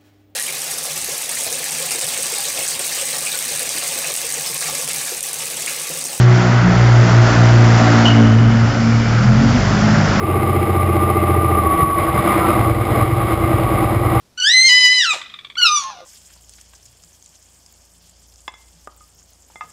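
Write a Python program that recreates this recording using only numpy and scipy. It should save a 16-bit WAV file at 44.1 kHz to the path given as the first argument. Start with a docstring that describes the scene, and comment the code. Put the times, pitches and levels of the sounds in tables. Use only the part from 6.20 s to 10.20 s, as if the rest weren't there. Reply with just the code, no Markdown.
"""A small car drives through a concrete parking garage. Its exhaust drones in harmonics of the firing
rate, the hall reverberates, and tyres roll on the painted floor. Just before two seconds one tyre
squeaks by stick-slip friction. The driver lifts off and the drone sinks, while the hall's resonances
hold the notes it has left. The pitch rises again in a turn, where the tyres scrub.
Throughout, a small overloaded microphone rounds the peaks."""
import sys
import numpy as np
from scipy import signal
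from scipy.io import wavfile

SR = 44100
rng = np.random.default_rng(int(sys.argv[2]) if len(sys.argv) > 2 else 0)


def unload_wav(signal):
    """Save mono or channel-first audio to the path in sys.argv[1] as 16-bit WAV at rate SR, clipped to [-1, 1]."""
    wavfile.write(
        sys.argv[1],
        SR,
        np.round(np.clip(np.atleast_2d(signal).T, -1, 1) * 32767).astype(np.int16),
    )


N = 176400
TIME = np.arange(N) / SR

# Engine speed: time_s, firing_hz
FIRING_RATE = [(0.0, 60.77), (0.3, 60.32), (0.6, 59.6), (1.0, 58.7), (1.4, 58.5), (1.7, 57.58),
               (2.0, 56.65), (2.15, 56.03), (2.25, 51.2), (2.32, 46.37), (2.44, 43.1), (2.56, 41.9),
               (2.8, 38.07), (2.92, 38.14), (3.04, 40.68), (3.16, 43.5), (3.28, 46.3), (3.4, 49.0),
               (3.64, 52.74), (3.76, 53.37), (3.88, 50.2), (4.0, 49.55)]
# Exhaust orders 1 to 6 (multiples of the firing rate), before trim: time_s, level_db
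ORDER_1 = [(0.0, -18.5), (0.09, -38), (0.66, -22), (0.87, -31), (1.32, -23), (1.53, -33), (1.8, -31),
           (1.89, -30), (2.07, -20), (2.22, -39.5), (2.25, -27), (2.55, -36.5), (3.3, -26.5), (3.99, -30.5)]
ORDER_2 = [(0.0, -8.5), (0.12, -6), (0.24, -15.5), (0.36, -9.5), (0.48, -18.5), (0.6, -9.5), (0.81, -5),
           (0.87, -14), (0.99, -5), (1.14, -16.5), (1.2, -9), (1.44, -5.5), (1.62, -13.5), (2.16, -8.5),
           (2.341, -36.5), (3.03, -31), (3.33, -23), (3.75, -21), (3.93, -23), (3.99, -21)]
ORDER_3 = [(0.0, -27.5), (0.3, -18), (0.36, -33), (0.45, -11.5), (0.78, -34.5), (0.87, -14.5), (1.11, -30),
           (1.199, -18), (1.32, -25), (1.68, -20), (1.92, -26.5), (2.94, -28.5), (3.09, -10), (3.15, -22.5),
           (3.18, -14.5), (3.33, -24.5), (3.84, -19), (3.99, -29.5)]
ORDER_4 = [(0.0, -39), (0.331, -19), (0.45, -47), (0.48, -25), (0.629, -31), (1.53, -16.5), (1.591, -26.5),
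           (1.62, -11.5), (1.68, -21.5), (1.77, -12), (1.92, -17.5), (2.01, -8.5), (2.28, -32),
           (3.42, -23.5), (3.78, -14.5), (3.99, -22.5)]
ORDER_5 = [(0.0, -30), (0.03, -35), (1.56, -24), (2.07, -16), (2.22, -41.5), (2.43, -36), (2.49, -49.5),
           (3.15, -15), (3.3, -24), (3.36, -12), (3.42, -42), (3.99, -38)]
ORDER_6 = [(0.0, -33), (0.18, -20), (0.42, -36), (0.66, -33), (1.38, -24.5), (1.711, -30.5), (1.77, -19),
           (1.92, -34), (3.06, -35), (3.27, -23), (3.33, -48), (3.99, -34)]
# Gain added to each of these orders: trim_db
ORDER_TRIMS = [1.2, 1.1, 1.2, 0.97, 0.63, .8]
# Weaker overtones of the exhaust: order, mean_level_db
OVERTONES = [(7, -39.5), (8, -40.5), (11, -36), (13, -36.5), (16, -38)]
# Envelopes of tyre and engine-bay noise, roar and hiss before trim: time_s, level_db
RUMBLE_LEVEL = [(0, -24.5), (1.5, -22.5), (2.3, -22.5), (2.8, -28.5), (3.2, -21.5), (4, -19)]
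ROAR_LEVEL = [(0.0, -21.5), (0.07, -20.5), (0.2, -20.5), (1.02, -19), (1.12, -17.5), (1.35, -19),
              (1.78, -17), (2.13, -23), (2.77, -25.5), (3.83, -20.5), (4.0, -20.5)]
HISS_LEVEL = [(0.0, -27), (0.07, -34), (0.15, -29.5), (0.4, -33.5), (0.9, -28.5), (0.97, -29.5),
              (1.08, -28), (1.4, -29), (1.57, -27), (1.87, -28), (1.93, -30.5), (2.26, -37), (2.34, -35),
              (3.17, -33), (3.3, -30.5), (4.0, -31)]
# Their spectral densities: frequency_hz, relative_db
RUMBLE_SPECTRUM = [(22, -28), (35, -6.5), (48, -1), (70, -4.5), (110, 2.5), (150, -1), (220, 1),
                   (300, -4.5), (450, -19.5)]
ROAR_SPECTRUM = [(300, 0.5), (480, -4), (680, 1), (850, -3), (1050, -4), (1420, -0.5), (1750, -7.5),
                 (2150, -4.5), (2550, -20.5), (3000, -12.5), (3600, -26), (5000, -25.5)]
HISS_SPECTRUM = [(2000, -9), (3000, 3), (3800, -4), (4500, 2), (5300, -1.7), (6000, 2.5), (6600, -4.5),
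                 (7300, 1.5), (8000, -21)]
# Faint engine whines: centre_s, half_width_s, order, level_db
WHINES = [(1.08, 0.37, 11, -27.5), (1.855, 0.39, 13, -31)]
# Envelope of the squeak: time_s, level_db
SQUEAK_LEVEL = [(1.849, -40), (1.856, -7), (1.867, -10), (1.871, -18), (1.875, -11), (1.881, -13),
                (1.885, -4), (1.889, -15), (1.898, -25), (1.902, -12), (1.908, -19), (1.93, -21),
                (1.94, -42), (1.998, -42), (2.006, -23), (2.02, -50)]
# Its stick-slip frequency: time_s, pitch_hz
SQUEAK_PITCH = [(1.85, 2971), (1.866, 2860), (1.876, 3030), (1.885, 2950), (1.892, 2982), (1.903, 2827),
                (1.915, 2990), (1.93, 2900)]
# Its ring in the hall: centre_hz, bandwidth_hz, level_db
SQUEAK_RING = [(2907, 46, -32.5), (3060, 45, -34)]
# Low notes that the hall holds when the engine leaves them: handover_s, order, pitch_hz
HELD_NOTES = [(2.17, 2, 114.7), (3.06, 3, 120.5), (2.14, 4, 227.4), (2.14, 5, 284.5)]
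# One curve per held note, swelling and dipping as the hall's close resonances beat and die away:
# time_s, level_db
HELD_LEVELS = [
    [(2.12, -35), (2.22, -4.5), (2.36, -9.5), (2.45, -14), (2.55, -25), (2.65, -12), (2.82, -16.5),
     (2.95, -18), (3.3, -23), (3.6, -45)],
    [(2.95, -50), (3.1, -18), (3.4, -18.5), (3.65, -20), (4.0, -31)],
    [(2.05, -36), (2.2, -17.5), (2.39, -12), (2.53, -31), (2.66, -14), (2.86, -17.5), (2.96, -30.5),
     (3.35, -19.5), (3.5, -29), (4.0, -30)],
    [(2.1, -45), (2.22, -21.5), (2.4, -33.5), (2.8, -29), (3.1, -43)],
]
# Scrub and sizzle of the turning tyres: centre_s, half_width_s, centre_hz, bandwidth_hz, level_db
SCRUBS = [(2.99, 0.12, 1423, 300, -26.5), (2.79, 0.27, 2290, 190, -35), (2.65, 0.4, 5250, 630, -40.5),
          (3.8, 0.59, 5250, 590, -39)]


def from_db(db):
    """Amplitude grows tenfold with every 20 dB."""
    return 10 ** (np.asarray(db) / 20)


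def unit_rms(x):
    """Dividing by the rms gives unit power."""
    return x / np.sqrt(np.mean(x ** 2) + 1e-20)


def in_time(curve):
    """Linear interpolation gives a curve's value at every sample."""
    return np.interp(TIME, *np.transpose(curve))


def swell(centre_s, half_width_s):
    """A Gaussian envelope of height 1 falls to 1/e at one half-width."""
    return np.exp(-np.minimum(((TIME - centre_s) / half_width_s) ** 2, 20))


def drift(rate_hz):
    """Low-pass filtered noise fluctuates slowly, with an rms of 1."""
    step, settling = 40, 2000
    pole = np.exp(-2 * np.pi * rate_hz * step / SR)
    white = rng.standard_normal(N // step + settling + 2)
    slow = signal.lfilter([1], [1, -2 * pole, pole * pole], white)[settling:]
    return np.interp(np.arange(N) / step, np.arange(len(slow)), unit_rms(slow))


def band_pass(x, low_hz, high_hz):
    """A Butterworth filter passes the band between its edges."""
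    return signal.sosfilt(signal.butter(2, [low_hz, high_hz], "band", fs=SR, output="sos"), x)


def narrow_noise(centre_hz, bandwidth_hz):
    """A randomly driven resonance gives narrow-band noise; rms 1."""
    white = rng.standard_normal(N)
    return unit_rms(band_pass(white, centre_hz - bandwidth_hz / 2, centre_hz + bandwidth_hz / 2))


def banded_noise(spectrum, flicker_db):
    """Independently modulated quarter-octave bands add up to a flickering spectrum; rms 1."""
    hz, db = np.transpose(sorted(spectrum))
    edges_hz = 20 * 2 ** np.arange(0, 9, .25)
    white, out = rng.standard_normal((2, N + SR // 2)), 0
    for k, (low, high) in enumerate(zip(edges_hz, edges_hz[1:])):
        level_db = np.interp(np.log(low * high) / 2, np.log(hz), db, left=-90, right=-90)
        flicker = flicker_db * drift(15)
        if level_db > -80:
            out += band_pass(white[k % 2], low, high)[-N:] * from_db(level_db + flicker)
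    return unit_rms(out)


def exhaust(phase, offsets, roar_db):
    """Periodic firing gives a harmonic series; six orders swell and fade across standing waves."""
    curves, out = [ORDER_1, ORDER_2, ORDER_3, ORDER_4, ORDER_5, ORDER_6], 0
    for order, (curve, trim_db) in enumerate(zip(curves, ORDER_TRIMS), 1):
        flutter_db = 0.3167 * order ** 1.31 * drift(6)
        waver_rad = 0.011 * order ** 2 * drift(4)
        amplitude = from_db(in_time(curve) + trim_db + flutter_db)
        out += amplitude * np.sin(order * phase + waver_rad + offsets[order - 1])
    follow_db = 0.75 * (roar_db - roar_db.mean())   # the overtones rise and fall with the roar
    for order, mean_db in OVERTONES:
        amplitude = from_db(mean_db + follow_db + 2.5 * drift(1.9))
        out += amplitude * np.sin(order * phase + 1.3 * drift(4))
    return np.sqrt(2) * out


def hall(x, t60_s):
    """Dense reflections from floor, ceiling and pillars form an exponentially decaying reverberation."""
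    tail = rng.standard_normal(N) * from_db(-60 * TIME / t60_s) * (TIME > .012)
    return signal.fftconvolve(x, tail / np.linalg.norm(tail))[:N]


def rolling(phase, roar_db):
    """Tyres and engine bay radiate broadband noise; the firing modulates the roar's amplitude."""
    roar_trim_db, hiss_trim_db = 1.5, 0.5
    throb = 1 + 0.076 * np.sin(phase)
    roar = from_db(roar_db + roar_trim_db) * banded_noise(ROAR_SPECTRUM, flicker_db=0.32)
    hiss = from_db(in_time(HISS_LEVEL) + hiss_trim_db) * banded_noise(HISS_SPECTRUM, flicker_db=0.1)
    rumble = from_db(in_time(RUMBLE_LEVEL)) * banded_noise(RUMBLE_SPECTRUM, flicker_db=1.5)
    return roar * throb + hiss + rumble


def engine_whine(phase):
    """High harmonics of the firing rate swell briefly and are heard as faint whines."""
    out = 0
    for centre_s, half_width_s, order, level_db in WHINES:
        amplitude = from_db(level_db + 2.5 * drift(12)) * swell(centre_s, half_width_s)
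        out += amplitude * np.sin(order * phase + .5 * drift(4.6))
    return np.sqrt(2) * out


def tyre_squeak():
    """Stick-slip friction of rubber on paint gives a chattering tone; the hall rings on near its pitch."""
    wobble, chatter_db = .015, 2.8
    ring_start_s, ring_t60_s = 1.88, 3.1
    pitch_hz = in_time(SQUEAK_PITCH) * (1 + wobble * drift(150))
    tone = np.sin(2 * np.pi * np.cumsum(pitch_hz) / SR)
    ring = sum(from_db(db) * narrow_noise(hz, bandwidth_hz) for hz, bandwidth_hz, db in SQUEAK_RING)
    decay = (TIME > ring_start_s) * from_db(-60 * np.abs(TIME - ring_start_s) / ring_t60_s)
    sounding = (TIME > SQUEAK_LEVEL[0][0]) & (TIME < SQUEAK_LEVEL[-1][0])
    amplitude = sounding * from_db(in_time(SQUEAK_LEVEL) + chatter_db * drift(140))
    return amplitude * tone + ring * decay


def held_notes(phase, offsets):
    """Room resonances take over notes in phase with the engine and ring on at constant pitch."""
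    rise_s, beat_db = 0.097, 1.66
    out = 0
    for (handover_s, order, pitch_hz), curve in zip(HELD_NOTES, HELD_LEVELS):
        fade_in = np.clip(1 + (TIME - curve[0][0]) / rise_s, 0, 1)
        amplitude = fade_in * from_db(in_time(curve) + beat_db * drift(5.58))
        handover_rad = order * np.interp(handover_s, TIME, phase) + offsets[order - 1]
        out += amplitude * np.sin(handover_rad + 2 * np.pi * pitch_hz * (TIME - handover_s))
    return np.sqrt(2) * out


def tyre_scrub():
    """Sliding friction of the turning tyres excites resonances in soft swells."""
    return sum(from_db(level_db) * swell(centre_s, half_width_s) * narrow_noise(centre_hz, bandwidth_hz)
               for centre_s, half_width_s, centre_hz, bandwidth_hz, level_db in SCRUBS)


def scene():
    """The car's direct sound and the hall's response add by superposition, in one channel."""
    phase = 2 * np.pi * np.cumsum(in_time(FIRING_RATE)) / SR
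    offsets = rng.uniform(0, 2 * np.pi, size=6)
    roar_db = in_time(ROAR_LEVEL)
    engine = exhaust(phase, offsets, roar_db) + engine_whine(phase)
    boom = from_db(-19.5) * hall(engine, t60_s=3.5) + held_notes(phase, offsets)
    return (engine + boom + rolling(phase, roar_db) + tyre_squeak() + tyre_scrub())[None]


def record(dry):
    """Soft saturation in the microphone rounds the peaks; a steep low-pass filter cuts the treble."""
    ceiling, knee, cutoff_hz = .73, 4, 7600
    rounded = dry / (1 + np.abs(dry / ceiling) ** knee) ** (1 / knee)
    return signal.sosfilt(signal.ellip(10, .3, 70, cutoff_hz, fs=SR, output="sos"), rounded)


dry = scene()
out = record(dry)
unload_wav(out)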